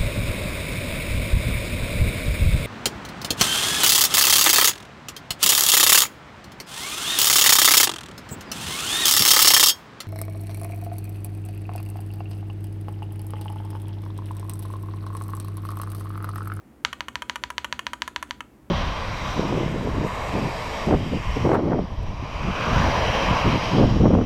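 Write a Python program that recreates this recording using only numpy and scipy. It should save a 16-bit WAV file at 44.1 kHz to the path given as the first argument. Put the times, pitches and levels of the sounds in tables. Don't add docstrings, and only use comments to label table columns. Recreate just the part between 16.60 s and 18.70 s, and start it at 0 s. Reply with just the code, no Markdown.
import sys
import numpy as np
from scipy import signal
from scipy.fft import rfft, irfft
from scipy.io import wavfile

SR = 44100
rng = np.random.default_rng(int(sys.argv[2]) if len(sys.argv) > 2 else 0)


def store_wav(level_fs):
    pcm = np.round(np.clip(np.atleast_2d(level_fs), -1, 1) * 32767)
    wavfile.write(sys.argv[1], SR, pcm.T.astype(np.int16))


N = 92610
BLOW_SAMPLES = 8192
BINS_HZ = np.fft.rfftfreq(BLOW_SAMPLES, 1 / SR)


def amp(db):
    return 10 ** (np.asarray(db) / 20)


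def read(points, hz):
    f, value = np.transpose(points)
    return np.interp(np.log(hz + 1), np.log(f), value)


def add(mix, start_s, sound):
    part = mix[max(round(start_s * SR), 0):][:len(sound)]
    part += sound[:len(part)]


def click(db):
    log_gain = np.log(amp(np.r_[db, db[-2:0:-1]]))
    return np.fft.ifft(np.exp(np.conj(signal.hilbert(log_gain)))).real


# (frequency [Hz], relative density [dB])
HUM = [(20, -19), (50, 2.5), (70, 0), (95, -19), (122, -1), (170, -12.5), (215, 0), (260, -2.5),
       (305, -1.5), (400, -11), (640, -17), (1100, -20.5), (2200, -27.5), (4000, -38), (14800, -39),
       (16000, -43)]

def room_hum(rms_db=-51):
    shape = amp(read(HUM, np.fft.rfftfreq(N, 1 / SR)))
    noise = irfft(rfft(rng.standard_normal(N)) * shape, N)
    return amp(rms_db) * noise / noise.std()


# (frequency [Hz], level [dB])
SLIDE = [(500, -22), (1200, -26), (3000, -32), (4500, -36), (7000, -34), (15000, -47)]

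def slides(nominal_travel_s=.02, ticks_per_s=440, spread_db=0.5):
    t = np.arange(N) / SR
    moving = sum((t > s - nominal_travel_s / amp(db) ** 2) & (t < s) for s, db, *_ in PRESSES)
    ticks = (rng.random(N) < ticks_per_s / SR) * rng.choice([-1, 1], N)
    strength = amp(spread_db * np.minimum(rng.exponential(1, N), 2))
    scrape = moving * ticks * strength / np.sqrt(ticks_per_s * nominal_travel_s)
    return signal.fftconvolve(scrape, click(read(SLIDE, BINS_HZ)))[:N]


# (frequency [Hz], gain [dB])
OFF_CENTRE = [(450, -0.5), (600, -3), (900, 1), (1040, -10.5), (1220, 4.5), (1480, 3), (1850, -4.5),
              (2200, 4), (2600, -0.5), (3200, 0), (4000, 1)]

def blow(contact, tilt, scatter_db, off_centre=0, cap_db=0, lowpass_hz=np.inf):
    pivot_hz, cap_hz, cap_width_hz = 2000, 3020, 550
    db = read(contact, BINS_HZ) + tilt * np.log2((BINS_HZ + 20) / pivot_hz)
    db -= 10 * np.log10(1 + (BINS_HZ / lowpass_hz) ** 2)
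    db += off_centre * read(OFF_CENTRE, BINS_HZ)
    db += cap_db * np.exp(-((BINS_HZ - cap_hz) / cap_width_hz) ** 2)
    knots_hz = np.linspace(500, 16000, 32)
    db += scatter_db * np.interp(BINS_HZ, knots_hz, rng.standard_normal(len(knots_hz)))
    return click(db)


# (frequency [Hz], level [dB])
BOTTOM_OUT = [(60, -8), (200, -10.5), (330, -17), (600, -7.5), (1000, 8.5), (1800, 7), (3000, 1.5),
              (4200, 4), (6200, 1), (8300, -21.5), (11000, -18), (15500, -39.5)]
# (time [s], level [dB], tilt [dB/octave], finger off centre [0-1])
PRESSES = [(0.2497, 6, -0.8, 0.93), (.4069, -2, -2.3, 0.3), (.556, -1.4, -1, 0.02), (0.6972, .5, -1, 0.1),
           (0.8378, -.5, -0.65, 0), (0.9813, 1, -0.4, 0), (1.1264, 0.4, -0.8, 0), (1.2676, -0.44, -1, 0),
           (1.4206, 1.35, -0.2, 0), (1.5619, 0.1, -1.4, 0.07), (1.709, -2.6, -0.75, 0)]

def presses(rattle_db=-3.5):
    out = np.zeros(N)
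    for s, db, tilt, off_centre in PRESSES:
        add(out, s, -amp(db) * blow(BOTTOM_OUT, tilt, scatter_db=0.44, off_centre=off_centre))
        add(out, s, amp(db + rattle_db) * rattle())
    return out


# (frequency [Hz], level [dB])
RATTLE = [(1000, -16), (3000, -7), (4600, -11.5), (6400, -12.5), (8500, -16.5), (10800, -19.5),
          (15500, -27)]

def rattle(rise_s=0.00066, t60_s=.02):
    t = np.arange(BLOW_SAMPLES) / SR
    burst = rng.standard_normal(BLOW_SAMPLES) * np.minimum(t / rise_s, 1) * amp(-60 * t / t60_s)
    return signal.fftconvolve(burst / np.linalg.norm(burst), click(read(RATTLE, BINS_HZ)))


def ring(modes):
    t = np.arange(SR) / SR
    return sum(amp(db - 60 * t / t60) * np.sin(2 * np.pi * hz * t) for hz, db, t60 in modes)


# (frequency [Hz], level [dB], t60 [s])
DESK_MODES = [(71.65, -46, 0.47), (59.4, -49.5, .4), (248, -55, 0.6)]

def desk(growth_db_per_db=.3):
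    out = np.zeros(N)
    for s, db, *_ in PRESSES:
        add(out, s, amp(growth_db_per_db * db) * ring(DESK_MODES))
    return out


# (centre [Hz], width [Hz], gain [dB])
PEAKS_AND_NOTCHES = [(577, 148, 10.5), (767, 29.5, -20.5), (978.4, 80, 9.5), (1176, 48, -7.5),
                     (1437, 44, 2), (1587, 34, 4.5), (1642, 17.4, -15.5), (1782, 161, 6.5), (2090, 160, 5),
                     (2215, 32, -1), (3062, 413, 10.5), (4540, 213, 7), (4990, 177, -15), (7480, 100, 6.5)]
# (frequency [Hz], level [dB], t60 [s])
PLATE_MODES = [(981.7, -57, 0.32), (1402, -59.5, 0.22), (1570, -62.5, 0.25), (1758, -65, 0.25),
               (2870, -67.5, .25), (4760, -71, .2)]

def case(key):
    db = 0
    for centre_hz, width_hz, gain_db in PEAKS_AND_NOTCHES:
        detuning = (2 * (BINS_HZ - centre_hz) / width_hz) ** 2
        peak, notch = amp(2 * max(gain_db, 0)), amp(2 * max(-gain_db, 0))
        db += 10 * np.log10((detuning + peak) / (detuning + notch))
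    body = ring(PLATE_MODES)
    add(body, 0, click(db))
    return signal.fftconvolve(key, body)[:N]


# (frequency [Hz], level [dB], t60 [s])
ROOM_TAIL = [(200, -2, .4), (600, -6.5, .35), (1000, -16, 0.12), (1460, -11, 0.24), (3000, -10, 0.297),
             (4300, -15.5, 0.34), (5500, -22.5, 0.27), (7800, -5, .3), (13880, -22.5, .22)]
# (delay [s], level [dB], band centre [Hz])
ECHOES = [(.0104, -19, 10000), (.0195, -32, 1416), (.0217, -24.5, 1600), (.0248, -26, 1400)]

def room(key, rise_s=0.0041):
    hz, t, noise = signal.stft(rng.standard_normal(SR), SR, nperseg=256)
    bands = np.array(ROOM_TAIL)
    level_db = read(bands[:, [0, 1]], hz)[:, None]
    t60_s = read(bands[:, [0, 2]], hz)[:, None]
    unit_energy = np.sqrt(2 * np.log(1000) / (t60_s * SR))
    decaying = noise * amp(level_db - 60 * t / t60_s) * unit_energy
    onset = np.minimum(np.arange(SR) / SR / rise_s, 1) ** 2
    response = signal.istft(decaying, SR, nperseg=256)[1][:SR] * onset
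    for delay_s, db, centre_hz in ECHOES:
        ratio = (hz + 20) / centre_hz
        add(response, delay_s, click(db - 10 * np.log10(1 + (ratio - 1 / ratio) ** 2)))
    return signal.fftconvolve(key, response)[:N]


# (frequency [Hz], level [dB])
TOP_STOP = [(60, -30), (200, -5), (330, -15.5), (600, -9), (1150, 10.5), (2100, -2.5), (2500, -3),
            (3200, -5), (3800, -16.5), (6400, -8), (8300, -27.5), (10500, -12.5), (15500, -36.5)]
# (time [s], level [dB], tilt [dB/octave], keycap ring [dB], rebound gap [s], rebound [dB])
RELEASES = [(.3296, -2.5, 0, 3, .00266, -1), (0.484, -3, -0.4, 0, .00271, -4.5),
            (0.6214, -1, 0.5, 1, .00319, -6), (0.758, 0.25, 0.5, 1.5, .00338, -2.5),
            (0.9033, -1.5, 0.6, -20, .003, -6.5), (1.0455, 0.7, 0.6, 3.9, .00337, -3),
            (1.1926, -0.1, .4, 4, .00277, -4), (1.3336, 0.3, 0.3, -10.5, .00323, -10.5),
            (1.4779, 0, 0.8, -13, .00287, -6.5), (1.627, 0.5, 1, -15, .00281, -6),
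            (1.8064, -6, -0.3, 4.9, .00228, -2.5)]

def releases(scatter_db=1.43, rattle_db=-1, rattle_db_per_db=1.07, gap_ratio=0.62, bounce_step_db=-6):
    out = np.zeros(N)
    for s, db, tilt, cap_db, gap_s, rebound_db in RELEASES:
        add(out, s, amp(db) * blow(TOP_STOP, tilt, scatter_db, cap_db=cap_db))
        add(out, s, amp(rattle_db_per_db * db + rattle_db) * rattle())
        delays_s = np.cumsum(gap_s * gap_ratio ** np.arange(3))
        for k, delay_s in enumerate(delays_s):
            bounce = blow(TOP_STOP, tilt, scatter_db, cap_db=cap_db, lowpass_hz=4940)
            add(out, s + delay_s, amp(db + rebound_db + k * bounce_step_db) * bounce)
    return out


def scene():
    key = slides() + presses() + releases()
    return (case(key) + room(key) + desk() + room_hum())[None]


def record(dry, low_cut_hz=50, band_limit_hz=16200):
    highpass = signal.butter(6, low_cut_hz, "highpass", fs=SR, output="sos")
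    lowpass = signal.firwin(255, band_limit_hz, window=("kaiser", 9), fs=SR)
    return signal.oaconvolve(signal.sosfilt(highpass, dry), lowpass[None], "same")


dry = scene()
out = record(dry)
store_wav(out)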